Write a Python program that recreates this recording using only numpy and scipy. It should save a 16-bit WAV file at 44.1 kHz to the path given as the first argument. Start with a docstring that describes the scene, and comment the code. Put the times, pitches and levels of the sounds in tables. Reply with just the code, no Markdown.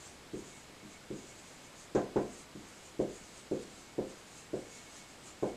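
"""A felt marker writes a word on a whiteboard on an easel, heard on one microphone in a small quiet room.
Each touch of the nib thumps the panel and ticks the pen's barrel; the near walls and the room answer.
Between touches the felt catches and slips over the gloss, hissing with each sweep of the hand.
Under it lie room rumble and the camera's own hiss, thin buzz and faint whine."""
import sys
import numpy as np
from scipy import signal
from scipy.fft import rfft, irfft, next_fast_len
from scipy.io import wavfile
from scipy.ndimage import uniform_filter1d, map_coordinates

SR = 44100
rng = np.random.default_rng(int(sys.argv[2]) if len(sys.argv) > 2 else 0)


def materialize(psi):
    """Save the field psi as 16-bit PCM at rate SR to the path in sys.argv[1].

    A 1-D psi becomes a single channel; in a 2-D psi each row is a channel.
    """
    bounded = np.clip(np.atleast_2d(psi).T, -1, 1)
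    quanta = np.round(bounded * 32767).astype(np.int16)
    wavfile.write(sys.argv[1], SR, quanta)


N = 245592

# Levels are relative unless marked rms; a density is a level per hertz.
# room rumble and microphone hiss: frequency_hz, density_db
ROOM_TONE = [(20, -3.5), (48, -2.5), (75, 0), (130, 1), (300, 1.5), (500, -1), (1000, -4.5), (2500, -8),
             (5000, -12), (7500, -19.5), (9500, -20), (12000, -25), (15000, -33.5)]
# lines of the camera's buzz: pitch_hz, rms_db
BUZZ_LINES = [(4097, -81), (4893, -79), (5093, -80), (5895, -83), (6691, -80), (7289, -77), (7693, -76),
              (7892, -80), (7989, -79), (8489, -81), (9588, -91), (9690, -87), (10487, -92), (10589, -91),
              (10686, -91), (11084, -91), (11488, -92), (11585, -93), (11886, -95), (12285, -95)]
# brief swells of the whine: peak_s, length_s, rms_db
WHINE_SWELLS = [(0.555, 0.093, -61.5), (0.815, 0.035, -64), (0.953, 0.045, -62), (1.315, 0.04, -62),
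                (1.675, 0.027, -64), (3.905, 0.11, -66.5), (4.66, 0.015, -60), (4.76, 0.11, -62.5),
                (4.88, 0.04, -61), (5.016, 0.1, -64), (5.5, 0.076, -63.5)]

# sweeps of the hand, each a line or the arc of a letter: fastest_s, length_s, level_db
SWEEPS = [(0.065, 0.11, -56.5), (0.4, 0.075, -58.5), (0.5, 0.16, -59), (0.59, 0.093, -61.5),
          (0.93, 0.088, -61.5), (1.19, 0.095, -59.5), (1.3, 0.11, -59), (1.39, 0.047, -60),
          (1.5, 0.16, -59), (1.65, 0.1, -63), (1.81, 0.085, -57), (2.23, .1, -65), (2.34, 0.071, -57.5),
          (2.405, .07, -56.5), (2.595, .06, -66.5), (2.69, 0.099, -60.5), (2.78, 0.11, -64.5),
          (2.865, 0.077, -59), (3.02, 0.037, -60), (3.17, .17, -58), (3.28, 0.077, -63), (3.375, .09, -58),
          (3.55, 0.084, -63), (3.63, 0.066, -59), (3.78, 0.19, -60), (4.11, 0.08, -60.5),
          (4.185, .05, -61.5), (4.29, 0.086, -61.5), (4.38, 0.09, -56.5), (4.59, 0.084, -62),
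          (4.77, .19, -57), (4.97, .11, -55.5), (5.12, .09, -62.5), (5.28, 0.083, -56),
          (5.47, 0.091, -60.5)]
# hiss of felt on gloss: frequency_hz, density_db
FELT_SPECTRUM = [(800, -5.5), (1800, -7), (2800, -4.5), (4000, -9), (5300, -7.5), (6600, 3), (7600, 2),
                 (8500, -2), (9500, -10.5), (12000, -23), (15500, -39)]
# scratchy side of the rub: frequency_hz, density_db
SCRATCH_SPECTRUM = [(1500, -16), (2800, -9), (4300, 3), (5400, -1), (6400, -4), (9000, -28)]
# strength of that scratch through the word: time_s, level_db
SCRATCH_CURVE = [(0, -11), (0.6, -16), (1.5, -9), (2.35, -11), (2.9, -10), (3.6, -3.5), (4.3, -9),
                 (4.8, -5.5), (5.5, -10)]
# murmur of the panel under the moving nib: frequency_hz, density_db
MURMUR_SPECTRUM = [(60, -16), (140, 2), (320, -0.5), (600, -10), (1200, -6), (3000, -36)]

# the nib lands, brighter when quick and hard: start_s, force_db, cutoff_hz, bass_db, tick_db
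LANDINGS = [(0.334, -9, 410, -0.5, -72), (0.829, -14.5, 255, -4.5, -72), (1.1031, -10.5, 390, 3, -70),
            (1.9493, 0.5, 952, -1.5, -52.5), (2.159, -3, 933, 3, -62), (2.551, -10, 260, -2.5, -74),
            (2.993, -2.5, 626, 0, -69), (3.5121, -3, 522, -3.5, -70), (3.9815, -5, 620, -1, -69),
            (4.532, -7.5, 630, -1, -70), (5.425, -2.5, 773, -2.5, -67)]
# tick of the plastic barrel: frequency_hz, density_db
BARREL_SPECTRUM = [(1200, -26), (2500, -22), (4000, -0.5), (5200, -1), (6500, 8), (7800, 1), (9000, -12),
                   (15000, -37)]
# paths to the microphone, straight and off near surfaces: delay_s, level_db, pitch_hz, t60_s
THUD_PATHS = [(0, 0.5, 332, 0.018), (.0066, 1, 384, 0.035), (0.0248, -3, 475, .008),
              (0.0333, -8, 446, 0.011)]
# modes of the panel and the room around it: pitch_hz, level_db, t60_s
PANEL_MODES = [(48, -56, 1), (68.5, -54.5, 0.54), (127.1, -39.5, 0.26), (141.9, -38, 0.32),
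               (199.4, -34, 0.34), (215.9, -39, 0.41), (254, -53, 0.74), (274.4, -40.5, 0.49),
               (300.1, -31.5, 0.23), (310, -34.5, 0.28), (336.3, -35.5, 0.39), (361.5, -31.5, 0.36),
               (401, -30.5, 0.33), (428.7, -35.5, 0.32), (475, -38.5, 0.45), (490, -33.5, 0.27),
               (526.4, -27.5, 0.26), (583, -38, 0.21), (594, -42, 0.37), (607, -39, 0.36), (655, -60, 0.25),
               (699, -41.5, 0.46), (739, -43.5, 0.34), (795, -53.5, 0.31), (1023, -37.5, 0.37),
               (1056, -36, 0.24), (1386, -42, 0.22), (1578, -29.5, 0.28), (1800, -41, 0.24)]
# diffuse ring after a blow: frequency_hz, density_db
RING_SPECTRUM = [(25, -13), (120, -12.5), (250, -5), (400, -1.5), (600, -2), (850, -0.5), (1100, -4),
                 (1250, -4.5), (1500, 2.5), (2200, 4.5), (4000, 18), (8000, -10)]
# decay of that ring: frequency_hz, t60_s
RING_DECAY = [(100, 0.58), (400, 0.48), (900, 0.27), (2000, 0.34), (8000, 0.16)]


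def amp(db):
    """Decibels to gain."""
    return 10 ** (np.asarray(db) / 20)


def unit(x):
    """x scaled to rms 1."""
    return x / np.sqrt(np.mean(x ** 2) + 1e-20)


def along(points, hz):
    """A table of frequency_hz, value read at hz on a log axis."""
    frequencies, values = np.transpose(points)
    return np.interp(np.log(hz + 1), np.log(frequencies), values)


def wobble(rate_hz):
    """A smooth random curve with rate_hz knots a second."""
    knots = rng.standard_normal(int(N * rate_hz / SR) + 4)
    return map_coordinates(knots, [np.arange(N) * rate_hz / SR])


def bell(peak_s, length_s, shape):
    """A swell above half strength for length_s; shape 2 is round, less is sharper with longer flanks."""
    return 0.5 ** (np.abs(2 * (np.arange(N) / SR - peak_s) / length_s) ** shape)


def filtered(x, response):
    """x through a complex frequency response."""
    size = next_fast_len(len(x) + 8192)
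    hz = np.fft.rfftfreq(size, 1 / SR)
    return irfft(rfft(x, size) * response(hz), size)[:len(x)]


def coloured(x, spectrum):
    """x shaped by a spectrum table, at rms 1."""
    return unit(filtered(x, lambda hz: amp(along(spectrum, hz))))


def room_tone(rms_db):
    """The room's steady rumble and the microphone's own hiss."""
    return amp(rms_db) * coloured(rng.standard_normal(N), ROOM_TONE)


def camera_buzz():
    """The camera's electronics give a thin buzz of steady high tones."""
    t = np.arange(N) / SR
    return np.sqrt(2) * sum(amp(db) * np.sin(2 * np.pi * (hz * t + rng.random())) for hz, db in BUZZ_LINES)


def camera_whine(pitch_hz, steady_db):
    """A faint pure tone from the camera that now and then swells."""
    level = amp(steady_db)
    for peak_s, length_s, rms_db in WHINE_SWELLS:
        level = np.maximum(level, amp(rms_db) * bell(peak_s, length_s, shape=2.4))
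    return np.sqrt(2) * level * np.sin(2 * np.pi * pitch_hz * np.arange(N) / SR)


def hand_friction(creep_db, tremor_db):
    """Friction follows the hand's speed and unsteady pressure; between sweeps the nib only creeps."""
    sweep_power = sum((amp(db) * bell(peak_s, length_s, shape=1.3)) ** 2 for peak_s, length_s, db in SWEEPS)
    pressure = amp(tremor_db * wobble(rate_hz=30))
    return np.sqrt(amp(creep_db) ** 2 + sweep_power) * pressure


def nib_resonances(x, depth_db):
    """Narrow resonances of the nib come and go as it rolls and turns."""
    spectra = signal.stft(x, nperseg=512)[2]
    patches = uniform_filter1d(rng.standard_normal(spectra.shape), size=3, axis=0)  # across frequency
    patches = uniform_filter1d(patches, size=12, axis=1)  # across time
    return signal.istft(spectra * amp(depth_db * unit(patches)), nperseg=512)[1][:len(x)]


def felt_strokes(hiss_db, murmur_db, grain_db):
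    """Felt fibres catch and slip: a fine hiss, a coarser scratch and a low murmur in the panel."""
    slips = rng.standard_normal(N) * amp(grain_db * wobble(rate_hz=1500))
    hiss = amp(hiss_db) * coloured(nib_resonances(slips, depth_db=2.5), FELT_SPECTRUM)
    murmur = amp(murmur_db) * coloured(rng.standard_normal(N), MURMUR_SPECTRUM)
    scratch_db = np.interp(np.arange(N) / SR, *np.transpose(SCRATCH_CURVE))
    rasp = nib_resonances(rng.standard_normal(N), depth_db=3)
    scratch = amp(scratch_db) * coloured(rasp, SCRATCH_SPECTRUM)
    return hand_friction(creep_db=-71, tremor_db=0.35) * (hiss + scratch + murmur)


def barrel_tick(t, t60_s, room_db, room_t60_s):
    """The pen's plastic barrel ticks, and the room holds it briefly."""
    fade = amp(-60 * t / t60_s) + amp(room_db - 60 * t / room_t60_s)
    return fade * coloured(rng.standard_normal(len(t)), BARREL_SPECTRUM)


def diffuse_ring(t, rise_s):
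    """Countless higher modes and wall echoes blur together, the treble dying first."""
    band_hz, age_s, spectra = signal.stft(rng.standard_normal(len(t)), SR, nperseg=512)
    decay = amp(-60 * age_s / along(RING_DECAY, band_hz)[:, None])
    tail = signal.istft(spectra * decay, SR, nperseg=512)[1][:len(t)]
    return filtered(tail, lambda hz: amp(along(RING_SPECTRUM, hz))) * (1 - np.exp(-t / rise_s))


def panel_modes(t, spread_db, rise_s):
    """Neighbouring modes swing in opposite senses; each spot excites them a little differently."""
    pitch_hz, level_db, t60_s = np.transpose(PANEL_MODES)[:, :, None]
    sense = (-1) ** np.arange(len(pitch_hz))[:, None]
    struck_db = level_db + spread_db * rng.standard_normal(pitch_hz.shape)
    modes = sense * amp(struck_db - 60 * t / t60_s) * np.sin(2 * np.pi * pitch_hz * t)
    return modes.sum(0) * (1 - np.exp(-t / rise_s))


def panel_thud(t, bass_cut_hz):
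    """The panel's short thud reaches the microphone straight, then again off each near surface."""
    thud = np.zeros(len(t))
    for delay_s, level_db, pitch_hz, t60_s in THUD_PATHS:
        age_s = np.maximum(t - delay_s, 0)
        thud -= amp(level_db - 60 * age_s / t60_s) * np.sin(2 * np.pi * pitch_hz * age_s)
    # an open panel radiates little bass: the air slips round its edges
    return filtered(thud, lambda hz: (1j * hz / (bass_cut_hz + 1j * hz)) ** 2)


def landing_spot(x, bass_db, shelf_hz):
    """Where the nib lands decides how strongly the panel's low, wide bending waves are driven."""
    return filtered(x, lambda hz: (amp(bass_db) + 1j * hz / shelf_hz) / (1 + 1j * hz / shelf_hz))


def marker_taps(thud_db, modes_db, ring_db):
    """Each landing ticks the barrel and drives the panel through the soft nib, which rounds the blow."""
    t = np.arange(SR // 2) / SR
    taps = np.zeros(N + SR)
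    for start_s, force_db, cutoff_hz, bass_db, tick_db in LANDINGS:
        panel = amp(thud_db) * panel_thud(t, bass_cut_hz=83)
        panel += amp(modes_db) * panel_modes(t, spread_db=0.5, rise_s=0.016)
        panel += amp(ring_db) * diffuse_ring(t, rise_s=0.0028)
        panel = landing_spot(panel, bass_db, shelf_hz=280)
        soft_nib = signal.butter(4, cutoff_hz, fs=SR, output="sos")
        thump = amp(force_db) * signal.sosfilt(soft_nib, panel)
        tick = amp(tick_db) * barrel_tick(t, t60_s=0.056, room_db=-1, room_t60_s=0.47)
        taps[round(start_s * SR):][:len(t)] += thump + tick
    return taps[:N]


def scene():
    """The marker's taps and strokes over the quiet of the small room, in mono."""
    taps = marker_taps(thud_db=-18, modes_db=0.5, ring_db=-14)
    strokes = felt_strokes(hiss_db=2, murmur_db=-12, grain_db=1)
    background = room_tone(rms_db=-55) + camera_buzz() + camera_whine(pitch_hz=2205, steady_db=-73.5)
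    return (taps + strokes + background)[None]


def record(dry):
    """The camera keeps nothing above its band limit."""
    return filtered(dry[0], lambda hz: hz < 15500)[None]


dry = scene()
out = record(dry)
materialize(out)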